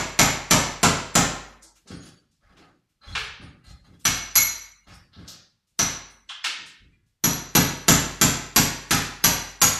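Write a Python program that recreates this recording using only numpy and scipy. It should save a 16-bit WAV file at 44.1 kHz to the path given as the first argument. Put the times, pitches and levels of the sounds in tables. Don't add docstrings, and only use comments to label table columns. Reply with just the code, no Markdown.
import sys
import numpy as np
from scipy import signal
from scipy.fft import rfft, irfft, next_fast_len
from scipy.io import wavfile
from scipy.ndimage import uniform_filter1d

SR = 44100
rng = np.random.default_rng(int(sys.argv[2]) if len(sys.argv) > 2 else 0)


def wrap_up_sound(samples):
    columns = np.atleast_2d(samples).T
    tamed = np.clip(columns, -1, 1)
    steps = np.round(tamed * 32767).astype(np.int16)
    wavfile.write(sys.argv[1], SR, steps)


def gain_from_decibels(decibels):
    exponent = np.asarray(decibels, float) / 20
    return 10 ** exponent


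N = 431738
LEAD = 8820

# (time [s], plaster crack level [dB],
# then against the crack: chisel ring [dB], hammer face ring [dB], hammer cheek ring [dB])
BLOWS = [(0.19, -12, -11.5, -4.5, -18.5), (0.509, -12, -9.5, -6.5, -16.5), (0.83, -12.5, -18, -9, -19.5),
         (1.153, -13.5, -13.5, -5, -12.5), (4.052, -15, -1, -13, -11.5), (4.355, -19.5, 8, 3, 7),
         (5.791, -19, 0, -13, -11.5), (7.239, -20.5, 1.5, -6, -2.5), (7.551, -13.5, -3.5, -19, -7.5),
         (7.882, -11, -9.5, -2.5, -7), (8.213, -13, -11, 0.5, -9), (8.561, -13, -9.5, -8, -8.5),
         (8.908, -14, -14, -17.5, -10.5), (9.24, -14, -3, -10.5, -4.5), (9.616, -14, -4, -4, 3)]
# (time [s], freedom [0-1], wall thud [dB], cladding knock [dB],
# then against the chisel ring: bending [dB], tip ring [dB])
CHISEL_SEAT = [
    (.2, 0.01, -6.5, -4.5, 13, -3),
    (1.2, 0.06, -4, -3.5, -2, -20.5),
    (4.099, .39, -14.5, -20.5, 0.5, -12),
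    (4.4, .39, -20, -16.5, 3, 2.5),
    (5.8, 0.23, -9, -9.5, -2.5, -15.5),
    (7.2, 0.29, -0.5, -7.5, -8, -2.5),
    (8.6, 0.08, -6, -9.5, 2.5, 0.5),
    (9.6, 0.28, -11, -9, -3, -3.5),
]
# (frequency [Hz], level [dB], free t60 [s])
CHISEL_LENGTH_MODES = [(5920, 0, .5), (5968, -7, .4), (6015, -10, .3)]
# (frequency [Hz], level [dB], free t60 [s])
CHISEL_TIP_MODES = [(11512, 0, .4), (11448, -13, .3), (11640, -9, .25)]
# (frequency [Hz], level [dB], free t60 [s])
CHISEL_BEND_MODES = [(2186, 0, .5), (2126, -8, .3), (2223, -7, .3), (4070, -4, .18), (4143, -2, .22),
                     (4650, -15, .2)]
# (frequency [Hz], level [dB], free t60 [s])
CHISEL_UPPER_MODES = [(9990, 0, .3), (10250, -4, .15), (10600, -7, .12), (9240, -9, .2), (13140, -1, .3)]
# (frequency [Hz], level [dB], free t60 [s])
HAMMER_FACE_MODES = [(7230, 2, 0.38), (7320, 2.5, 0.12), (4760, -19.5, .15)]
# (frequency [Hz], level [dB], free t60 [s])
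HAMMER_CHEEK_MODES = [(6680, 3, .25), (6730, -2, 0.22), (11800, -14, .25), (4740, -9.5, 0.39),
                      (8100, -9.5, .2)]
# (frequency [Hz], level [dB])
CRACK_COLOUR = [(60, -25), (400, -17.5), (900, -5), (1400, 0), (2000, -1.5), (3000, -3), (5000, -4.5),
                (7500, -5.5), (8100, -13), (11600, -18), (12300, -30.5), (14000, -31.5)]
# (frequency [Hz], level [dB], t60 [s])
BOOM_MODES = [(29, -17, 0.83), (35.4, -12, 0.49), (49, -14.5, 1.8), (87, -8.5, 0.98), (111.9, -8, 0.85),
              (139.7, -7, 0.84), (166.3, -1, 0.52), (183.4, 2.5, 0.3), (220, -1.5, .4), (245.3, -12, 0.55),
              (270, -4, 0.35), (321.6, -11.5, 0.21), (309, 11, 0.05)]
# (time [s], level [dB], centre [Hz], spread [octaves])
DEBRIS_PIECES = [(1.622, -48.5, 6300, .58), (1.753, -56, 3000, 2), (1.874, -49.5, 4730, .67),
                 (2.31, -64.5, 5010, 0.7), (2.567, -54.5, 2350, 1.2), (2.887, -69, 3000, 1.5),
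                 (3.151, -24, 2060, 0.83), (3.157, -45, 437, 0.15), (3.993, -55.5, 5000, 1.5),
                 (4.877, -55, 2560, 1.3), (4.929, -55.5, 5250, 0.1), (4.935, -58, 9000, .6),
                 (5.131, -53, 3870, 0.31), (5.277, -39.5, 4790, 0.46), (5.282, -54, 12020, 0.24),
                 (5.669, -65.5, 4900, 1), (6.29, -40, 3170, 0.75), (6.1, -61, 9100, 0.39),
                 (6.297, -41, 1390, 0.57), (6.442, -22, 2400, 0.89), (6.45, -52.5, 337, 0.55),
                 (6.658, -50, 5000, 0.78), (7.06, -68.5, 4520, 1)]
# (time [s], level [dB], centre [Hz], length [s])
STEP_THUMPS = [(1.853, -53, 218.6, 0.016), (1.901, -34, 153, 0.0054), (2.425, -58, 40.4, 0.038),
               (2.488, -54, 170, 0.071), (2.573, -53, 226, .022), (3.062, -35.5, 70, 0.058),
               (3.395, -39, 117, 0.016), (3.664, -42, 71, 0.013), (3.867, -47.5, 124, 0.038),
               (4.87, -44, 80, 0.026), (5.161, -40, 121, 0.015), (6.586, -53, 177, 0.016),
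               (6.781, -53, 49.2, 0.045)]
# (time [s], level [dB], frequency [Hz], t60 [s])
STEEL_CLINKS = [(1.885, -63, 4180, .08), (1.885, -62, 4600, 0.096), (2.1, -78, 4620, 0.12),
                (1.95, -71, 9260, 0.27), (2.0, -65, 6690, .06), (2.041, -70, 4600, 0.17),
                (2.05, -67.5, 10000, .1), (3.017, -61.5, 4100, .12), (3.078, -59, 3350, 0.032),
                (3.126, -51, 4150, .035), (3.656, -62.5, 4170, 0.049), (6.293, -44.5, 3160, 0.0055)]
# (time [s], level [dB], length [s], brightness [dB])
SOLE_SLIDES = [(1.861, -49, 0.1, -6.5), (2.012, -57.5, 0.0775, 9), (2.405, -59, 0.133, -16),
               (2.58, -57, 0.083, -29), (3.009, -49.5, 0.11, -21), (3.041, -46.5, 0.25, 5),
               (3.407, -53.5, 0.036, -20), (3.634, -59, .082, 8), (3.815, -61, 0.14, 1),
               (4.864, -52.5, .074, -8), (5.108, -51.5, 0.24, -7)]
# (frequency [Hz], level [dB])
SOLE_COLOUR = [(100, -9), (450, -11.5), (580, 0.5), (650, -13), (730, -1.5), (950, -6.5), (1250, -0.5),
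               (1450, -4), (1700, -5), (2300, -9.5), (5000, -13.5), (14000, -38)]
# (frequency [Hz], level [dB], t60 [s])
HELD_CHISEL_MODES = [(4140, -2, .15), (4600, 0, .3), (6650, -5, .2), (8060, -8, .1), (9300, -6, .2),
                     (10000, -6, .15)]
# (delay [s], level [dB])
FIRST_ECHOES = [(.0045, 2), (.0075, -10), (.015, -8), (0.025, -1)]
# (frequency [Hz], t60 [s])
ROOM_DECAY = [(40, 0.73), (110, 0.45), (280, 0.65), (740, 0.65), (1940, 0.68), (5120, 0.58), (13500, 0.31)]
# (frequency [Hz], level [dB])
HUSH_COLOUR = [(30, -5.5), (150, -7), (500, -23), (3000, -27), (14000, -40.5)]


def shaped(x, points):
    hz, db = np.transpose(points)
    size = next_fast_len(len(x))
    f = np.fft.rfftfreq(size, 1 / SR) + 1
    gain = gain_from_decibels(np.interp(np.log(f), np.log(hz), db))
    return irfft(rfft(x, size) * gain, size)[:len(x)]


def hump(x, centre_hz, octaves):
    f = np.fft.rfftfreq(len(x), 1 / SR) + 1
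    gain = np.exp(-0.5 * (np.log2(f / centre_hz) / octaves) ** 2)
    return irfft(rfft(x) * gain, len(x))


def unit(x):
    return x / np.sqrt(np.sum(x ** 2))


def add(out, time_s, x):
    i = LEAD + int(time_s * SR)
    fade = np.minimum(np.linspace(3, 0, len(x)), 1)
    out[i:i + len(x)] += (x * fade)[:len(out) - i]


def ring(modes, damping, scatter_db, detune, rise_s, turns=1, size=SR // 2):
    t = np.arange(size) / SR
    out = np.zeros(size)
    for hz, db, t60_s in modes:
        pitch, level, phase = rng.standard_normal(3)
        swing = np.sin(2 * np.pi * (hz * (1 + detune * pitch) * t + turns * phase))
        decay = np.exp(-np.log(1000) * t / (t60_s * damping))
        out += gain_from_decibels(db + scatter_db * level) * swing * decay
    return unit(out * (1 - np.exp(-t / rise_s)))


def burst(length_s, grit_db):
    t = np.arange(SR // 2) / SR
    grains = gain_from_decibels(grit_db * np.repeat(rng.standard_normal(SR // 80 + 1), 40)[:len(t)])
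    envelope = np.exp(-t / length_s) * (1 - np.exp(-t / (0.25 * length_s)))
    spectrum = rfft(rng.standard_normal(len(t)) * grains * envelope)
    return irfft(spectrum / np.sqrt(uniform_filter1d(np.abs(spectrum) ** 2, size=12)), len(t))


def steel_rings(db, chisel_db, face_db, cheek_db, freedom, bend_db, tip_db):
    contact = np.exp(-np.arange(SR // 2) / SR / 0.002)
    freedom = np.clip(freedom, 0.1, 1)
    # (modes, level [dB], wall damping exponent)
    parts = [(CHISEL_LENGTH_MODES, chisel_db + 27, 1.5),
             (CHISEL_TIP_MODES, chisel_db + tip_db + 26, 1.1),
             (CHISEL_BEND_MODES[:3], chisel_db + bend_db + 15, 1.1),
             (CHISEL_BEND_MODES[3:], chisel_db + 16, 1.25),
             (HAMMER_CHEEK_MODES, cheek_db + 24, 1.3),
             (HAMMER_FACE_MODES, face_db + 22.5, 1.4),
             (CHISEL_UPPER_MODES, cheek_db + 16.5, 1.2)]
    held = 1 + 2.2 * (1 - freedom) * contact
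    return [gain_from_decibels(db + part_db) * held
            * ring(modes, freedom ** grip, scatter_db=2, detune=0.001, rise_s=0.0002)
            for modes, part_db, grip in parts]


def plaster_blow(db, knock_db, cheek_db):
    crack = gain_from_decibels(db + 28.5) * unit(shaped(burst(0.0018, 3.2), CRACK_COLOUR))
    cladding = gain_from_decibels(db + knock_db + 30.5) * unit(hump(burst(0.01, 1.0), 827, 0.76))
    trickle = gain_from_decibels(db + 0.4 * cheek_db) * unit(hump(burst(0.19, 4.5), 9000, 0.7))
    return crack + cladding + trickle


def add_booms(boom, time_s, db, thud_db):
    add(boom, time_s, gain_from_decibels(db + 14) * unit(hump(burst(0.0039, 3.8), 9100, 0.4)))
    deep = ring(BOOM_MODES[:5], 0.55, 1.5, 0.006, rise_s=0.014, turns=0.045, size=SR)
    add(boom, time_s + 0.0016, gain_from_decibels(db + 0.34 * thud_db + 21.5) * deep)
    wall = ring(BOOM_MODES[5:], 0.68, 1.1, 0.0027, rise_s=0.013, turns=0.045, size=SR)
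    add(boom, time_s + 0.0012, gain_from_decibels(db + thud_db + 31.5) * wall)


def hammer():
    air, boom = np.zeros((3, N + LEAD)), np.zeros(N + LEAD)
    push = unit(hump(burst(0.0056, 1.8), 260, 0.46))
    seat_s, *seat = np.transpose(CHISEL_SEAT)
    earlier = (-0.13, *BLOWS[0][1:])
    for k, (s, db, chisel_db, face_db, cheek_db) in enumerate([earlier] + BLOWS):
        freedom, thud_db, knock_db, bend_db, tip_db = (np.interp(s, seat_s, column) for column in seat)
        rings = steel_rings(db, chisel_db, face_db, cheek_db, freedom, bend_db, tip_db)
        for j, steel in enumerate(rings):
            add(air[(k + 1 + j % 2) % 3], s, steel)
        add(air[0], s, gain_from_decibels(db + thud_db + 27) * push)
        add(air[k % 3], s, plaster_blow(db, knock_db, cheek_db))
        add_booms(boom, s, db, thud_db)
    return air, boom


def add_knock(out, time_s, db, hz, octaves, length_s):
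    add(out, time_s, gain_from_decibels(db + 32) * unit(hump(burst(length_s, 3.7), hz, octaves)))


def debris():
    out = np.zeros(N + LEAD)
    for s, db, hz, octaves in DEBRIS_PIECES:
        length_s = 0.0022 + 0.0098 / (1 + gain_from_decibels(db + 47.5))
        add_knock(out, s, db, hz, octaves, length_s)
    return out


def step_thumps():
    out = np.zeros(N + LEAD)
    rocks = [(6.812 + k * 0.035, -57 - 7.5 * k, 140 * 0.7 ** k, 0.018) for k in range(5)]
    for s, db, hz, length_s in STEP_THUMPS + rocks:
        add_knock(out, s, db, hz, 0.91, length_s)
    return out


def clinks():
    out = np.zeros(N + LEAD)
    for s, db, hz, t60_s in STEEL_CLINKS:
        add(out, s, gain_from_decibels(db + 41.5) * ring([(hz, 0, t60_s)], 1, 0, 0, rise_s=0.00058))
    return out


def slides():
    out = np.zeros(N + LEAD)
    t = np.arange(SR // 2) / SR
    for s, db, length_s, bright_db in SOLE_SLIDES:
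        stutter = gain_from_decibels(6.5 * np.repeat(rng.standard_normal(SR // 400 + 1), 200)[:len(t)])
        stroke = np.sin(np.pi * np.minimum(t / length_s, 1)) ** 0.33
        rub = rng.standard_normal(len(t)) * stutter * stroke
        sole = unit(shaped(rub, SOLE_COLOUR)) + gain_from_decibels(bright_db - 8) * unit(hump(rub, 5000, 0.9))
        chisel = ring(HELD_CHISEL_MODES, 0.88, 3, 0.004, rise_s=0.00098)
        steel = unit(signal.fftconvolve(rub, chisel)[:len(t)])
        add(out, s, gain_from_decibels(db + 36) * (sole + gain_from_decibels(-7 - 97.5 * length_s) * steel))
    return out


def room():
    stft = dict(fs=SR, nperseg=256, noverlap=192)
    f, t, noise = signal.stft(rng.standard_normal(3 * SR // 2), **stft)
    hz, t60_s = np.transpose(ROOM_DECAY)
    f = f[:, None] + 60
    decay = np.exp(-np.log(1000) * t / np.interp(np.log(f), np.log(hz), t60_s))
    fade = decay * (1 - np.exp(-t / (0.00023 + 2.3 / f)))
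    fade /= np.sqrt(np.sum(fade ** 2, axis=1, keepdims=True))
    cloud = signal.istft(noise * fade, **stft)[1]
    return unit(cloud * (1 - np.exp(-np.arange(len(cloud)) / SR / 0.002)))


def hush():
    return gain_from_decibels(-71.5) * np.sqrt(N) * unit(shaped(rng.standard_normal(N), HUSH_COLOUR))


def scene():
    air, boom = hammer()
    air[0] += debris() + step_thumps() + clinks()
    air[1] += slides()
    wet = sum(signal.fftconvolve(spot, room())[:len(spot)] for spot in air)
    direct = air.sum(axis=0)
    echoes = sum(gain_from_decibels(db) * np.roll(direct, int(s * SR)) for s, db in FIRST_ECHOES)
    mid = (gain_from_decibels(-11) * (direct + echoes) + wet + boom)[LEAD:] + hush()
    return np.array([mid, mid])


def denoised(x, floor_db, most_db):
    _, _, bins = signal.stft(x, SR, nperseg=512)
    power = uniform_filter1d(np.abs(bins) ** 2, size=5, axis=0)
    power = uniform_filter1d(power, size=5, axis=1)
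    gain = np.maximum(power ** 2 / (power ** 2 + gain_from_decibels(4 * floor_db)), gain_from_decibels(most_db))
    return signal.istft(bins * gain, SR, nperseg=512)[1][:N]


def parting(mid):
    f, t, bins = signal.stft(mid, SR, nperseg=1024)
    edges_hz = [4200, 5600, 6200, 7400, 8300, 9600, 10600, 11300, 12400, 13600]
    odds = np.array([0, 0.3, 0.15, 0.3, 0.4, 0.5, 0.45, 0.25, 0.2, 0.15, 0])
    band = np.searchsorted(edges_hz, f)
    on = rng.random((11, len(t) // 3 + 1)) < odds[:, None]
    on = np.repeat(on, 3, axis=1)[band, :len(t)]
    phase = np.exp(2j * np.pi * rng.random(bins.shape))
    return signal.istft(bins * on * phase, SR, nperseg=1024)[1][:N]


def band_limit(x):
    return signal.sosfilt(signal.butter(12, 15310, fs=SR, output="sos"), x)


def record(dry):
    x = signal.sosfilt(signal.butter(2, 24, "high", fs=SR, output="sos"), dry[0])
    x = denoised(np.tanh(0.57 * x) / 0.62, floor_db=-82.5, most_db=-8)
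    x = x + gain_from_decibels(-82) * hump(rng.standard_normal(N), 3000, 1.6)
    x = shaped(x, [(14230, 0), (14290, -22)])
    pair = x + gain_from_decibels(-8.5) * parting(x) * np.array([[1], [-1]])
    return band_limit(np.clip(pair, -1, 1))


dry = scene()
out = record(dry)
wrap_up_sound(out)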